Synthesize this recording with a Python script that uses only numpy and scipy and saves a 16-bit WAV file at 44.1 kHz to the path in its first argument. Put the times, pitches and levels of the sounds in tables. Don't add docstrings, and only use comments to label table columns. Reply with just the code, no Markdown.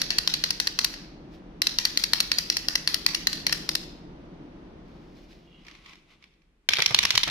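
import sys
import numpy as np
from scipy import signal
from scipy.fft import rfft, irfft, next_fast_len
from scipy.io import wavfile
from scipy.ndimage import uniform_filter1d

SR = 44100
rng = np.random.default_rng(int(sys.argv[2]) if len(sys.argv) > 2 else 0)


def log_audio(samples):
    frames = np.atleast_2d(samples).T
    limited = np.clip(frames, -1, 1)
    pcm = np.round(limited * 32767).astype(np.int16)
    wavfile.write(sys.argv[1], SR, pcm)


N = 321925
LEAD_SAMPLES = 4410

# (time [s], peak [dB], favoured ring [Hz], high rings [dB], room send [dB])
RATCHET_TICKS = [(-0.042, -3.5, 4400, 0.5, -8.5), (0.0164, -6, 4420, 2.5, -10.5),
                 (0.1051, -7.5, 6260, -3.5, -6.5), (0.1845, -4, 4530, 2, -12.5),
                 (0.2757, -4, 4200, -1, -8.5), (0.3388, -8, 4280, 1, -10), (0.4394, -4, 4240, -1.5, -8),
                 (0.506, -6, 5540, 2, -14.5), (0.601, -5, 5500, 1.5, -9), (0.6717, -5.5, 4530, 2, -13),
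                 (0.7896, -4.5, 4480, -0.5, -7.5), (0.845, -4.5, 4000, 5.5, -15.5),
                 (1.6192, -4.5, 4150, 2.5, -10.5), (1.6697, -5.5, 4420, 0, -10.5),
                 (1.7863, -3, 5530, -1.5, -8.5), (1.8523, -4, 4750, 4.5, -11.5), (1.9739, -4, 4230, 3, -9),
                 (2.0381, -5, 4500, 3.5, -13), (2.134, -2, 4100, 2.5, -8.5), (2.2034, -4, 4050, 5.5, -13.5),
                 (2.317, -2, 4770, -1.5, -8.5), (2.385, -6, 4900, 6.5, -11), (2.5006, -3, 5100, -0.2, -8.5),
                 (2.5684, -8, 5500, 4, -10), (2.6848, -5, 4900, 1, -8.5), (2.7548, -4.5, 5120, 1, -14),
                 (2.875, -4, 3910, 2.5, -7.5), (2.9432, -5, 4560, 6.5, -14.5),
                 (3.0639, -1, 4770, 1.5, -9.5), (3.1472, -7.5, 5200, 1.5, -10),
                 (3.271, -3.5, 4260, 0.5, -11), (3.33, -12.5, 4300, 3.5, -5.5), (3.467, -4.5, 4240, 1, -10),
                 (3.5257, -7, 5380, 3.5, -11), (3.6909, -6.5, 4740, 3.5, -10.5),
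                 (3.7525, -7, 4640, 3.5, -13)]
# (low rings [dB], left-right [dB], bounces [dB])
TICK_PAIR = [(1.5, 2, -4), (0, 2.5, 2.5)]
# (time [s], peak [dB], favoured ring [Hz])
PAWL_TICKS = [(0.1124, -21, 4120), (0.9395, -26, 4440), (3.298, -32, 4080), (3.4949, -16.5, 3140)]
# (time [s], peak [dB], favoured ring [Hz])
LEG_CLACKS = [(6.689, -2.5, 3470), (6.735, -4, 2400), (6.785, -21, 4000), (6.791, -15.5, 2030),
              (6.821, -4.5, 1980), (6.861, -1, 5530), (6.908, -19, 2020), (6.922, -30, 1590),
              (6.946, 1, 4140), (6.989, -1.5, 3860), (7.03, -11, 2650), (7.035, -10, 2400),
              (7.052, -4, 1940), (7.106, -3.5, 3730), (7.153, -7, 3530), (7.157, -10, 5250),
              (7.177, -1.5, 4200), (7.233, -6.5, 3800), (7.236, -9, 3560), (7.278, -16, 2120)]
# (time [s], peak [dB], favoured ring [Hz])
TABLE_TOUCHES = [(5.329, -44.5, 2560), (5.649, -45, 1970), (5.667, -39, 2900), (5.683, -33.5, 2160),
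                 (5.7119, -37, 1980), (5.751, -39, 2290), (5.8609, -37, 2310), (5.894, -37.5, 2480),
                 (5.933, -37.5, 2260), (5.9555, -42, 3430), (6.225, -44, 2344), (6.24, -39, 2080),
                 (6.338, -55.5, 3530), (6.419, -56, 2300)]
# (low rings [dB], high rings [dB], left-right [dB], bounces [dB], room send [dB])
PAWL_CHARACTER = (6, -4, 2, 2, -4.5)
CLACK_CHARACTER = (2, 2.6, -0.8, 0.5, -12.5)
TOUCH_CHARACTER = (6.5, -1, -2, 4, -9)
# (nominal delay [s], relative level [dB])
HIT_CONTACTS = [(0, -14.5), (.0008, -4.5), (.0019, -8), (.0036, -10), (.0052, -16), (.008, -24)]
# (nominal frequency [Hz], level in glove [dB], level on table [dB],
# t60 before contact damping [s])
SHELL_MODES = [(715, -22, -24, 0.01), (1134, -22, -11, 0.02), (1650, -13, -18, 0.0046),
               (1936, -7, -7.5, 0.02), (2320, -14, 1.5, 0.01), (2705, -8, -9, 0.034),
               (3238, -5.5, 4.5, 0.0085), (3837, 0.5, 11.5, 0.0026), (4197, -2.5, -4, 0.024),
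               (4680, -0.5, 0.5, 0.01), (5100, -6, -27, 0.0094), (5563, -4.5, 1.5, 0.018),
               (6000, -28, -22, 0.003), (6835, -14.5, -9.5, 0.011), (8030, -16, -21.5, 0.0036),
               (9080, -19.5, -20, 0.018), (10000, -14, -12.5, 0.0039), (11100, -15.5, -13.5, 0.0082),
               (13440, -16.5, -19, 0.012), (15100, -26, -24, 0.01), (14400, -34, -29, .006)]
LOW_RINGS_HZ, HIGH_RINGS_HZ = 2600, 6500
# (time [s], whirr [dB], table rumble [dB])
GEAR_LEVELS = [(6.686, -100, -100), (6.69, -31, -45), (6.8, -27.5, -51.5), (7.0, -40, -47),
               (7.3, -34.5, -67)]
# (frequency [Hz], relative level [dB])
GEAR_SPECTRUM = [(290, -64.5), (500, -33.5), (1470, -14.5), (2330, 0), (2880, -9), (3510, 1), (5010, -9),
                 (5780, -13), (8130, -36), (11000, -26), (15000, -41)]
# (frequency [Hz], relative level [dB])
TABLE_SPECTRUM = [(15, -23), (25, -12), (91, 0.5), (313, -7), (469, -7.5), (703, -17.5), (1040, -10),
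                  (1200, -1), (1560, -24.5), (2640, -120)]
# (time [s], scuff [dB], thud [dB])
FOOT_LANDINGS = [(6.788, -27, -35), (6.907, -32.5, -31.5), (7.037, -38, -32.5), (7.139, -39, -36),
                 (7.274, -28, -30)]
# (nominal frequency [Hz], nominal level [dB], t60 [s])
BOARD_MODES = [(101.4, -3.5, .14), (149.3, 0, 0.078), (235, -12, 0.082), (464, -24, 0.039)]
SCUFF_RISE_S = 0.0067
# (time [s], level [dB], hold [s])
GLOVE_STROKES = [(1.34, -58.5, .008), (4.88, -69, 0.24), (5.165, -63, 0.08), (5.31, -58.5, 0.011),
                 (5.36, -69, 0.11)]
# (frequency [Hz], relative level [dB])
GLOVE_SPECTRUM = [(880, -39), (1500, -8), (2460, -2.5), (2650, -5), (3890, -4.5), (5350, -6.5), (8070, -25),
                  (14000, -27)]
# (time [s], level [dB], hold [s])
SHUFFLE_STROKES = [(5.5, -66, 0.13), (5.672, -55, 0.033), (5.75, -59, 0.0037), (5.786, -64, .004),
                   (5.86, -52, .06), (5.97, -68, 0.022), (6.105, -58.5, 0.027), (6.235, -61, .006),
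                   (6.33, -83, .12)]
# (frequency [Hz], relative level [dB])
SHUFFLE_SPECTRUM = [(350, -51.5), (650, -14), (900, -12.5), (1080, -3), (1350, -10), (1750, -19),
                    (2000, -3), (2290, -4.5), (2700, -5.5), (3500, -6.5), (5500, -15.5), (8500, -32),
                    (13000, -36), (15500, -56)]
# (time [s], level [dB], hold [s])
SLIDE_STROKES = [(5.53, -62, .07)]
# (frequency [Hz], relative level [dB])
SLIDE_SPECTRUM = [(2000, -41.5), (2600, -23), (2800, -2.5), (2950, -4), (3100, -17), (3280, -2),
                  (3500, -28), (4500, -53)]
# (frequency [Hz], t60 [s])
ECHO_T60 = [(300, 0.71), (1000, 0.47), (2000, 0.85), (5000, 0.49), (9000, 1), (15000, 0.091)]
ECHO_CLUMPS_DB = 4.5
# (time [s], level [dB])
HUM_LEVEL = [(0.0, -43), (0.48, -46), (2.92, -45.5), (3.5, -42), (3.85, -44.5), (4.98, -46), (5.6, -56),
             (6.6, -75.5)]
# (frequency [Hz], relative level [dB])
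HUM_SPECTRUM = [(12, -31), (22, -4.5), (45, 0.5), (70, -9), (100, -13), (135, -8), (157, -0.5), (200, -4),
                (250, -7), (315, -2), (400, -11), (895, -19.5), (1600, -27), (3410, -33.5), (6150, -43),
                (7000, -54), (12000, -61), (16000, -88.5)]
# (time [s], level [dB])
AIR_LEVEL = [(5.0, -88.5), (5.8, -58), (6.4, -66.5), (6.6, -67.5), (7.3, -47.5)]
# (frequency [Hz], relative level [dB])
AIR_SPECTRUM = [(12, -36), (20, -0.5), (50, 3.5), (120, -15), (166, -3.5), (261, -14), (324, -9),
                (632, -23), (2280, -23.5), (6840, -37), (12000, -43.5), (15600, -75), (22000, -120)]
# (frequency [Hz], likeness [-1..1])
ROOM_LIKENESS = [(30, .9), (150, 0.99), (300, 1), (600, 0.38), (1500, 0.037), (8000, .05)]
# (frequency [Hz], left minus right [dB])
MIC_BALANCE = [(100, 0.6), (1000, 1), (4000, -0.6), (8000, 2), (13000, 4)]
CUTOFF_HZ = 16500


def winding_ticks():
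    rows = [(*row, *PAWL_CHARACTER) for row in PAWL_TICKS]
    for k, (s, peak_db, top_hz, high_db, room_db) in enumerate(RATCHET_TICKS):
        low_db, pan_db, bounce_db = TICK_PAIR[k % 2]
        rows.append((s, peak_db, top_hz, low_db, high_db, pan_db, bounce_db, room_db))
    return rows


def shell_hits(events, on_table, left_lag_samples, favour_db, uneven_db, apart_rad):
    out = np.zeros((2, 2, LEAD_SAMPLES + N + 4000))
    t = np.arange(1200) / SR
    hz, held_db, table_db, t60_s = np.transpose(SHELL_MODES)
    arrival_s = np.array([[left_lag_samples], [-left_lag_samples]]) / 2 / SR + 2e-4
    high = hz > HIGH_RINGS_HZ
    for s, peak_db, top_hz, low_db, high_db, pan_db, bounce_db, room_db in events:
        level_db = table_db if on_table else held_db
        level_db = level_db + low_db * (hz < LOW_RINGS_HZ) + high_db * high
        level_db = level_db + favour_db * np.exp(-(np.log(hz / top_hz) / 0.11) ** 2)
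        hit, all_round = np.zeros((2, 2, len(t)))
        for k, (delay_s, contact_db) in enumerate(HIT_CONTACTS):
            start_s = abs(delay_s) * rng.uniform(.8, 1.2) + arrival_s
            age = np.maximum(t - start_s, 0)[:, :, None]
            bounce = bounce_db * (k > 1)
            strength = amp(contact_db + bounce + level_db + rng.normal(0, uneven_db, len(hz)))
            pitch_hz = hz * (1 + rng.normal(0, 0.031, len(hz)))
            side_phase = apart_rad * (1 + hz / 12000) * rng.standard_normal((2, 1, len(hz)))
            phase = rng.normal(0, 0.61, len(hz)) + side_phase
            swell = (1 - np.exp(-age * 4000)) * np.exp(-age * 480)
            rings = swell * amp(-60 * age / t60_s) * np.sin(2 * np.pi * pitch_hz * age + phase)
            hit += rings @ strength
            all_round += (rings * np.exp(-age * 700)) @ amp(contact_db + level_db)
        hit *= amp(peak_db) / np.abs(hit).max(axis=1).mean()
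        hit *= amp([[pan_db / 2], [-pan_db / 2]])
        send = amp(room_db) * np.sqrt(np.sum(hit ** 2) / np.sum(all_round ** 2))
        at = LEAD_SAMPLES + round((s - 9e-4) * SR)
        out[0, :, at:at + len(t)] += hit
        out[1, :, at:at + len(t)] += all_round * send
    return out[..., :LEAD_SAMPLES + N]


def gears():
    whirr_db, table_db = in_time(GEAR_LEVELS)
    shake = rng.standard_normal(N) + .3 * rng.standard_normal((2, N))
    tooth_power = uniform_filter1d(grains(300, 3.0)[:1] ** 2, size=60)
    teeth = np.abs(tooth_power) ** .5 * rng.standard_normal((2, N))
    whirr = amp(whirr_db) * coloured(teeth, GEAR_SPECTRUM)
    return whirr + amp(table_db) * coloured(shake, TABLE_SPECTRUM)


def footsteps():
    scuff, thud, t = np.zeros(N), np.zeros(N), np.arange(N) / SR
    for s, scuff_db, thud_db in FOOT_LANDINGS:
        rise = np.maximum(t - s + 0.0032, 0) / SCUFF_RISE_S
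        scuff += amp(scuff_db) * rise * np.exp(1 - rise)
        age = np.maximum(t - s, 0)
        for hz, mode_db, t60_s in BOARD_MODES:
            decay = amp(thud_db + mode_db + rng.normal(0, 2.3) - 60 * age / t60_s)
            ring = np.sin(2 * np.pi * hz * rng.uniform(0.84, 1.385) * age)
            thud += decay * ring * (1 - np.exp(-age * 250))
    band = signal.butter(2, [300, 2200], "band", fs=SR, output="sos")
    return scuff * rms_one(signal.sosfilt(band, grains(2500, 2.4))) + thud


def rustle():
    glove = strokes(GLOVE_STROKES, rise_db_per_s=400, fall_db_per_s=300)
    slide = strokes(SLIDE_STROKES, rise_db_per_s=123, fall_db_per_s=150)
    shuffle = strokes(SHUFFLE_STROKES, rise_db_per_s=400, fall_db_per_s=302)
    glove = glove * coloured(grains(2500, 2.3), GLOVE_SPECTRUM)
    slide = slide * coloured(grains(2000, 4.0), SLIDE_SPECTRUM)
    return glove + slide + shuffle * coloured(grains(1500, 1.7), SHUFFLE_SPECTRUM)


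def room_echo(x, build_up_s):
    t = np.arange(SR * 3 // 4) / SR
    tail, edges_hz = 0, 120 * 2 ** np.arange(8)
    tops_hz = edges_hz[1:] * 1.3 ** (edges_hz[1:] > 10000)
    for low_hz, high_hz in zip(edges_hz, tops_hz):
        band = signal.butter(2, [low_hz, high_hz], "band", fs=SR, output="sos")
        noise = signal.sosfilt(band, rng.standard_normal((2, len(t))))
        tail = tail + noise * amp(-60 * t / at_hz(ECHO_T60, np.sqrt(low_hz * high_hz)))
    tail = tail * (1 - np.exp(-(t / build_up_s) ** 4))
    clumps = np.interp(t, t[::150], rng.standard_normal(len(t[::150])))
    tail = tail * amp(ECHO_CLUMPS_DB * clumps * np.exp(-t / 0.14))
    tail = tail / np.sqrt(np.sum(tail ** 2) / 2)
    return signal.fftconvolve(x, tail, axes=1)[:, :x.shape[1]]


def room_bed(level, spectrum, left_lag_samples):
    size, hz = fft_grid()
    alike = np.clip(at_hz(ROOM_LIKENESS, hz), 0, 1)
    mid, side = rfft(rng.standard_normal((2, size)))
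    pair = np.sqrt(1 + alike) * mid + np.sqrt(1 - alike) * side * [[1], [-1]]
    pair[0] *= np.exp(-2j * np.pi * hz * left_lag_samples / SR)
    return amp(in_time(level)[0]) * coloured(irfft(pair, size)[:, :N], spectrum)


def strokes(rows, rise_db_per_s, fall_db_per_s):
    t = np.arange(N) / SR
    gain = 0
    for s, db, hold_s in rows:
        rise_db = rise_db_per_s * np.maximum(s - t, 0)
        fall_db = fall_db_per_s * np.maximum(t - s - hold_s, 0)
        gain = gain + amp(db - rise_db - fall_db)
    return gain


def grains(per_s, spread_db):
    sizes = amp(spread_db * np.minimum(rng.exponential(1, (3, N)), 5))
    sizes = sizes * rng.choice([-1, 1], (3, N))
    clicks = sizes * (rng.random((3, N)) < per_s / SR)
    return clicks[0] + clicks[1:]


def coloured(x, spectrum):
    size, hz = fft_grid()
    return rms_one(irfft(rfft(x, size) * amp(at_hz(spectrum, hz)), size)[..., :N])


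def fft_grid():
    size = next_fast_len(N)
    return size, np.arange(size // 2 + 1) * SR / size


def at_hz(points, hz):
    table_hz, values = np.array(points)[:, 0], np.array(points)[:, 1]
    return np.interp(np.log(np.maximum(hz, 1)), np.log(table_hz), values)


def in_time(rows):
    s, *columns = np.transpose(rows)
    t = np.arange(N) / SR
    return [np.interp(t, s, c, left=-120, right=c[-1] if s[-1] > 7 else -120) for c in columns]


def amp(db):
    return 10 ** (np.asarray(db) / 20)


def rms_one(x):
    return x / np.sqrt(np.mean(x ** 2) + 1e-20)


def scene():
    wound = winding_ticks()
    standing = [(*row, *CLACK_CHARACTER) for row in LEG_CLACKS]
    standing += [(*row, *TOUCH_CHARACTER) for row in TABLE_TOUCHES]
    hits = [shell_hits(wound[k::3], False, left_lag_samples=-8.0, favour_db=4.5, uneven_db=3,
                       apart_rad=0.69) for k in range(3)]
    hits.append(shell_hits(standing, True, left_lag_samples=3.22, favour_db=5.5, uneven_db=1.5,
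                           apart_rad=0.89))
    toy = sum(near + room_echo(far, build_up_s=.008) for near, far in hits)[:, LEAD_SAMPLES:]
    hum = room_bed(HUM_LEVEL, HUM_SPECTRUM, left_lag_samples=11.0)
    air = room_bed(AIR_LEVEL, AIR_SPECTRUM, left_lag_samples=3.0)
    return toy + gears() + footsteps() + rustle() + hum + air


def record(dry):
    size, hz = fft_grid()
    half_db = at_hz(MIC_BALANCE, hz) / 2
    heard = irfft(rfft(dry, size) * amp([half_db, -half_db]), size)[:, :N]
    top_cut = signal.cheby2(12, 60, CUTOFF_HZ, fs=SR, output="sos")
    return signal.sosfilt(top_cut, np.clip(heard, -1, 1))


dry = scene()
out = record(dry)
log_audio(out)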